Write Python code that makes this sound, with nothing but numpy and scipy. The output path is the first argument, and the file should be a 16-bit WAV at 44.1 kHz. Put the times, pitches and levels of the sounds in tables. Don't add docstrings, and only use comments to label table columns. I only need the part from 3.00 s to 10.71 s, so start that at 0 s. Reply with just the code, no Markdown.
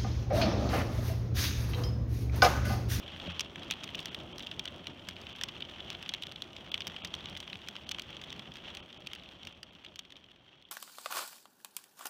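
import sys
import numpy as np
from scipy import signal
from scipy.fft import rfft, irfft, next_fast_len
from scipy.io import wavfile
from scipy.ndimage import uniform_filter1d

SR = 44100
rng = np.random.default_rng(int(sys.argv[2]) if len(sys.argv) > 2 else 0)


def natural_amplitude(level_db):
    exponent = np.asarray(level_db, float) / 20
    return 10 ** exponent


def to_wav(sig):
    pcm = np.clip(np.atleast_2d(sig), -1, 1) * 32767
    pcm = np.round(pcm).astype(np.int16)
    wavfile.write(sys.argv[1], SR, pcm.T)


N = 340008


def curve(table, hz):
    f, db = np.transpose(table)
    return natural_amplitude(np.interp(np.log(hz + 1), np.log(f), db))


def mode(hz, centre_hz, width_hz):
    return 1j * hz * width_hz / (centre_hz ** 2 - hz ** 2 + 1j * hz * width_hz)


def mode_sum(hz, table):
    return sum(natural_amplitude(db) * mode(hz, f, width) for f, width, db in table)


def steep(hz, low_hz, high_hz):
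    edges = signal.butter(3, [low_hz, high_hz], "band", fs=SR, output="sos")
    return signal.sosfreqz(edges, hz, fs=SR)[1]


def unit(x):
    return x / np.sqrt(np.mean(x ** 2))


def shaped(x, gain):
    size = next_fast_len(N)
    hz = np.arange(size // 2 + 1) * SR / size
    return irfft(rfft(x, size) * gain(hz), size)[:N]


def walk(rate):
    k = int(SR / rate)
    held = np.repeat(rng.standard_normal(N // k + 1), k)
    return 1.69 * uniform_filter1d(uniform_filter1d(held, k), k)[:N]


def add(out, s, sound):
    i = max(int(s * SR), 0)
    out[i:i + len(sound)] += sound[:N - i]


def bursts(rate, spread_db, decay_s):
    chance = rng.random((2, N))
    size = (chance[0] < rate / SR) * natural_amplitude(spread_db * chance[1])
    return unit(signal.lfilter([1], [1, -np.exp(-1 / (decay_s * SR))], size))


def patter(db):
    # pitch_hz, level_db (per Hz)
    patter_colour = [(500, -25), (800, -7.5), (1700, -9), (2350, -7.5), (2800, -2), (3280, 2), (3650, -8),
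                     (4000, -14), (4400, -17), (5000, -23.5), (5600, -19.5), (7200, -34), (10400, -50),
                     (16000, -46)]
    grain = bursts(rate=300, spread_db=17, decay_s=0.003) + natural_amplitude(-1)
    noise = grain * rng.standard_normal(N) * natural_amplitude(0.9 * walk(12))
    return unit(shaped(noise, lambda hz: curve(patter_colour, hz))) * natural_amplitude(db + 1.5)


def hiss(db):
    # pitch_hz, level_db (per Hz)
    hiss_colour = [(3500, -30), (4700, -9), (5900, -6), (7300, -13), (8600, -13), (10400, -19),
                   (11500, -16), (13000, -17), (16000, -20)]
    grain = 1 + natural_amplitude(-7) * bursts(rate=110, spread_db=16, decay_s=.0012)
    veil = unit(shaped(grain * rng.standard_normal(N), lambda hz: curve(hiss_colour, hz)))
    return veil * natural_amplitude(db - 24.0 + 1.1 * walk(23))


def cabin(db):
    # pitch_hz, level_db (per Hz)
    hum_colour = [(15, -82), (25, -16), (70, -0.5), (167, -1), (290, -3), (362, -2), (460, -9), (605, -6),
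                  (1060, -15.5), (1260, -15), (1500, -19), (1950, -34), (3300, -120)]
    # pitch_hz, width_hz, level_db
    air_modes = [(85.5, 16, -7.5), (184, 51, -8), (525, 84, -12.5)]
    # pitch_hz, width_hz, level_db
    roof_modes = [(85.5, 7.1, 9), (174.7, 12.3, 6), (325, 43, -17), (583, 100, -8)]
    # start_s, peak_db
    thumps = [
        (0.136, -37.5),
        (0.279, -29.5),
        (0.634, -58),
        (1.209, -43),
        (2.081, -39),
        (3.867, -40.5),
        (4.038, -40),
        (4.327, -40.5),
        (6.462, -49),
    ]
    lumps = natural_amplitude(1.3 * walk(30)) * rng.standard_normal(N)
    hum = shaped(lumps, lambda hz: curve(hum_colour, hz) * (1 + 0.78 * np.abs(mode_sum(hz, air_modes))))
    hum = unit(hum) * natural_amplitude(db + 0.14)
    push = np.arange(N) < .0008 * SR
    thump = shaped(push, lambda hz: mode_sum(hz, roof_modes))[:SR // 4]
    for s, peak_db in thumps:
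        add(hum, s, natural_amplitude(peak_db) * thump / np.abs(thump).max())
    return hum


def pellets(patter_db):
    per_s, over_patter_db, scatter_db = 40, 7.5, 3
    luck = rng.random(int(per_s * N / SR))
    when = (np.arange(len(luck)) + luck) / per_s
    size_db = patter_db[(when * SR).astype(int)] + over_patter_db
    return when, size_db + scatter_db * rng.standard_normal(len(luck))


def fall(patter_db):
    # start_s, peak_db
    roof_taps = [(0.079, -35.5), (0.2714, -34.5), (0.3195, -34.5), (0.877, -32), (1.0837, -37),
                 (1.4319, -33.9), (1.447, -42), (1.5141, -29.5), (1.6833, -36), (2.2964, -36), (2.565, -35),
                 (2.6508, -36), (2.804, -31), (2.9123, -37), (3.0335, -36), (3.7542, -33.9), (4.021, -32),
                 (4.189, -38), (4.4276, -35.5), (4.4994, -36), (4.6742, -35), (5.1283, -36), (5.2968, -38),
                 (5.5186, -36.6), (6.021, -43), (6.197, -41.5), (6.2238, -42), (6.235, -44),
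                 (6.7082, -41.5), (7.241, -46)]
    # start_s, peak_db, edge_db
    glass_ticks = [(0.1625, -36, -20), (0.2601, -35.4, -21), (0.632, -35, -14), (0.7372, -31, -18),
                   (0.8906, -33.5, -19), (1.0029, -45, 2), (1.0345, -48, -17), (1.189, -37.5, -13),
                   (1.202, -37, -18), (1.4046, -34, -20), (1.425, -37, -11), (1.6417, -49, -3),
                   (2.11, -34.5, -18), (2.2146, -44.5, -1), (2.4909, -33.6, -14), (2.6057, -32.5, -17),
                   (2.9292, -39, -9), (3.5647, -34.5, -11.7), (4.0736, -40.5, -3.5), (4.207, -37.5, -15),
                   (4.244, -36.2, -24), (4.2976, -45, 1.5), (4.3789, -46, -6), (5.2156, -37, -7.7),
                   (5.5392, -45.5, -2), (5.5622, -44, -13.7), (5.703, -40, -12), (6.3203, -45, -12),
                   (6.3348, -48, -11.8), (6.5253, -52, -4)]
    # start_s, peak_db
    small_stones = [(0.199, -30.5), (0.5579, -31), (0.9816, -34), (1.465, -37), (1.6766, -29),
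                    (2.268, -33.5), (2.949, -33.5), (3.0615, -30.5), (3.3153, -33.5), (3.531, -38),
                    (3.7778, -29.5), (3.819, -27.5), (3.8983, -36), (4.2867, -34), (4.4766, -33),
                    (4.5554, -33), (5.2381, -33), (5.5693, -37.5), (5.9036, -41), (5.9274, -40.5),
                    (6.1148, -38), (6.1193, -43), (6.843, -51), (7.1565, -43.5), (7.1755, -46),
                    (7.3092, -50), (7.3155, -46), (7.3606, -49), (7.6243, -47), (7.6874, -49.6)]
    # start_s, peak_db, body_db, edge_db
    large_stones = [(0.3951, -22, -11, -6.5), (0.407, -23, -9, -4.5), (0.7101, -19.5, -12.5, -5.2),
                    (0.7205, -23, -28, -21), (0.9918, -29, -25, -12), (1.0572, -29, -7, -3),
                    (1.5946, -23, -24, -9.6), (1.8699, -27.5, -14.5, -10.5), (2.0874, -28, -5.5, -3.5),
                    (2.436, -22, -10, -2.5), (2.9025, -26, -14.3, -8), (3.0914, -24.5, -16, -9),
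                    (3.138, -22, -13, -11), (3.7426, -16, -17, -18), (3.8698, -28.9, -4, -4.5),
                    (4.048, -29.5, -5.5, -4.5), (4.1399, -25.5, -10.5, -11), (4.6859, -28.5, -6, -6.5),
                    (4.8913, -28.5, -16, -6.5), (4.9126, -25, -15, -12), (4.9163, -33.5, -1.5, 2),
                    (4.9956, -26, -12, -10.5), (5.7496, -34.1, -9.7, -5.5), (5.7707, -30.5, -21, -10.5),
                    (6.071, -28, -16.5, -10), (6.471, -32.0, -11.5, -12), (6.6307, -35.3, -6.5, -4),
                    (6.8477, -36, -10, -12.5), (6.9585, -36, -14, -7.5), (6.9914, -29, -12.6, -9.5)]
    # start_s, peak_db, body_db
    roof_stones = [(0.702, -28, -16), (0.7264, -31, -11), (0.835, -30, -13.5), (0.9471, -25, -15),
                   (1.1459, -26, -12), (1.4695, -26, -31), (2.1653, -32.5, -17), (2.6225, -27, -22),
                   (3.1474, -26.5, -13), (3.2229, -27, -24), (3.2347, -28.5, -20), (3.3596, -32.0, -30),
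                   (3.4212, -25.8, -14), (3.964, -28.5, -23), (4.3515, -33, -16), (4.3659, -29.5, -9),
                   (4.5305, -25, -16), (4.7545, -32.5, -7), (4.7647, -28.5, -12), (4.946, -27.5, -14.8),
                   (5.556, -36.5, -4.5), (6.133, -29.5, -10), (6.159, -38, -8), (6.2596, -40.5, -24),
                   (6.2893, -39, -27), (6.4316, -37, -25), (6.7508, -43, -31), (6.8629, -38.4, -11.3),
                   (6.885, -44.5, -17), (7.6522, -43.5, -18.2)]
    # start_s, peak_db, edge_db
    glass_stones = [(0.841, -31, -4), (0.9527, -32, -6), (1.382, -37, 0), (1.3944, -34, -9),
                    (1.6552, -28.5, -9.5), (2.4123, -25, -13.5), (2.486, -31.5, -11),
                    (3.0268, -32.5, -11.5), (3.2686, -31.7, -9), (3.321, -37, -6.5), (3.7172, -28, -7.5),
                    (3.8059, -25, -12), (3.8765, -33.9, -2.5), (4.1505, -39, -2), (4.2572, -30, -11),
                    (4.3725, -33.3, -9), (4.403, -31.5, -5.5), (4.9855, -29.5, -12), (5.0201, -36.0, -5.5),
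                    (5.1676, -32.5, -16), (5.3037, -33, -9.5), (5.3265, -31, -14.5), (5.3942, -31.5, -13),
                    (6.1506, -37.7, -8.5), (6.451, -38, -9), (7.0509, -44.3, -15), (7.1043, -45, -11),
                    (7.1223, -38, -13.5), (7.1665, -39.5, -15), (7.6155, -53, -12)]
    small_body_db = -13
    rows = [(*row, 0, 0) for row in large_stones]
    rows += [(s, db, -11, edge, 1, 0) for s, db, edge in glass_stones]
    rows += [(s, db, body, -18.5, 0, 1) for s, db, body in roof_stones]
    rows += [(s, db, small_body_db, -17.5, 1, 1) for s, db in small_stones]
    rows += [(s, db, small_body_db, edge, 1, 0) for s, db, edge in glass_ticks]
    rows += [(s, db, small_body_db, -19, 1, 1) for s, db in roof_taps]
    rows += [(s, db, small_body_db, -15, 1, 1) for s, db in zip(*pellets(patter_db))]
    s, peak_db, body_db, edge_db, body_free, edge_free = np.transpose(rows)
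    scatter_db = (rng.standard_normal((len(s), 3)) * [3.5, 3.5, 2]).T
    body_db = body_db + body_free * scatter_db[0]
    edge_db = edge_db + edge_free * scatter_db[1]
    splinter_db = edge_db - 11.5 + scatter_db[2]
    return s, peak_db, body_db, edge_db, splinter_db


def stones(patter_db):
    # pitch_hz, width_hz, level_db
    splinter_modes = [(8300, 2000, 0), (11500, 900, -10), (12900, 1400, -8), (15400, 1800, -15)]
    size = 2048
    s, peak_db, body_db, edge_db, splinter_db = np.array(fall(patter_db))[:, :, None]
    t, hz = np.arange(size) / SR, np.arange(size // 2 + 1) * SR / size
    chance = rng.standard_normal((len(s), size + 2))
    crack_s = 0.0027 * natural_amplitude(2.0 * chance[:, :1])
    rise = chance[:, 2:] * (1 - np.exp(-t / 0.000086))
    rise[:, 4:7] += 1.2 * np.sign(chance[:, 2:3])
    rattle = rise * (np.exp(-t / crack_s) + natural_amplitude(-35.0) * np.exp(-t / 0.0051))
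    snap = rise * (np.exp(-t / (.6 * crack_s)) + natural_amplitude(-22) * np.exp(-t / .004))

    ring = mode(hz, 3200 * (1 + .04 * chance[:, 1:2]), 650) * steep(hz, 2200, 3850)
    body = (mode(hz, 2190, 480) + natural_amplitude(-9.5)) * steep(hz, 850, 1890)
    low_edge = mode(hz, 4330 * (1 + .05 * chance[:, :1]), 550)
    edge = (mode(hz, 5750, 850) + 1j * natural_amplitude(1) * low_edge) * steep(hz, 3700, 7200)
    splinter = (1j * mode_sum(hz, splinter_modes) + natural_amplitude(-19)) * steep(hz, 6600, 16500)

    parts = ((rattle, ring, 0), (snap, body, body_db - .1),
             (snap, edge, edge_db + 2.5), (snap, splinter, splinter_db + 3.5))
    sound = 0
    for burst, part, db in parts:
        y = irfft(rfft(burst) * part, size)
        sound = sound + natural_amplitude(peak_db + db) * y / np.abs(y).max(axis=1, keepdims=True)
    out = np.zeros(N)
    for when, y in zip(s[:, 0], sound):
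        add(out, when - .0004, y)
    return out


def scene():
    # start_s, level_db (of the patter before the fade)
    squall = [(0, -52), (.29, -48), (.5, -53), (1.0, -51), (1.95, -54), (3.1, -53.5), (3.55, -55),
              (3.9, -52), (4.6, -54), (5.5, -54.5), (7.71, -56)]
    t = np.arange(N) / SR
    squall_db = np.interp(t, *np.transpose(squall))
    fade_db = -6 * np.maximum(t - 5.685, 0)
    patter_db = squall_db + fade_db
    boom_db = -51 - 0.2939 * t + .45 * (squall_db - squall_db.mean()) + 1.09 * fade_db
    return (patter(patter_db) + hiss(patter_db) + cabin(boom_db) + stones(patter_db))[None]


def dropouts(sound):
    # start_s, length_s
    gaps = [(.293, .02), (.334, .025), (1.103, .03), (1.337, .03), (2.34, .03), (3.708, .045),
            (4.028, .045), (4.857, .025), (4.929, .02), (5.817, .035), (5.987, .035), (6.541, .025),
            (6.713, .03), (7.651, .03)]
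    t = np.arange(N) / SR
    keep = np.ones(N)
    for s, length in gaps:
        depth = min(length / .032, 1) ** .5
        keep *= 1 - depth * np.cos(np.pi * np.clip((t - s) / length, -.5, .5)) ** 2
    high = sound - signal.sosfiltfilt(signal.butter(10, 3800, fs=SR, output="sos"), sound)
    middle = signal.sosfiltfilt(signal.butter(4, [1450, 2150], "band", fs=SR, output="sos"), sound)
    return sound - (high + middle) * (1 - keep)


def low_pass(x):
    return signal.sosfilt(signal.butter(12, 16510, fs=SR, output="sos"), x)


def record(dry):
    top = signal.ellip(6, .5, 38, 15800, fs=SR, output="sos")
    mix = dropouts(signal.sosfilt(top, dry))
    return low_pass(mix)


dry = scene()
out = record(dry)
to_wav(out)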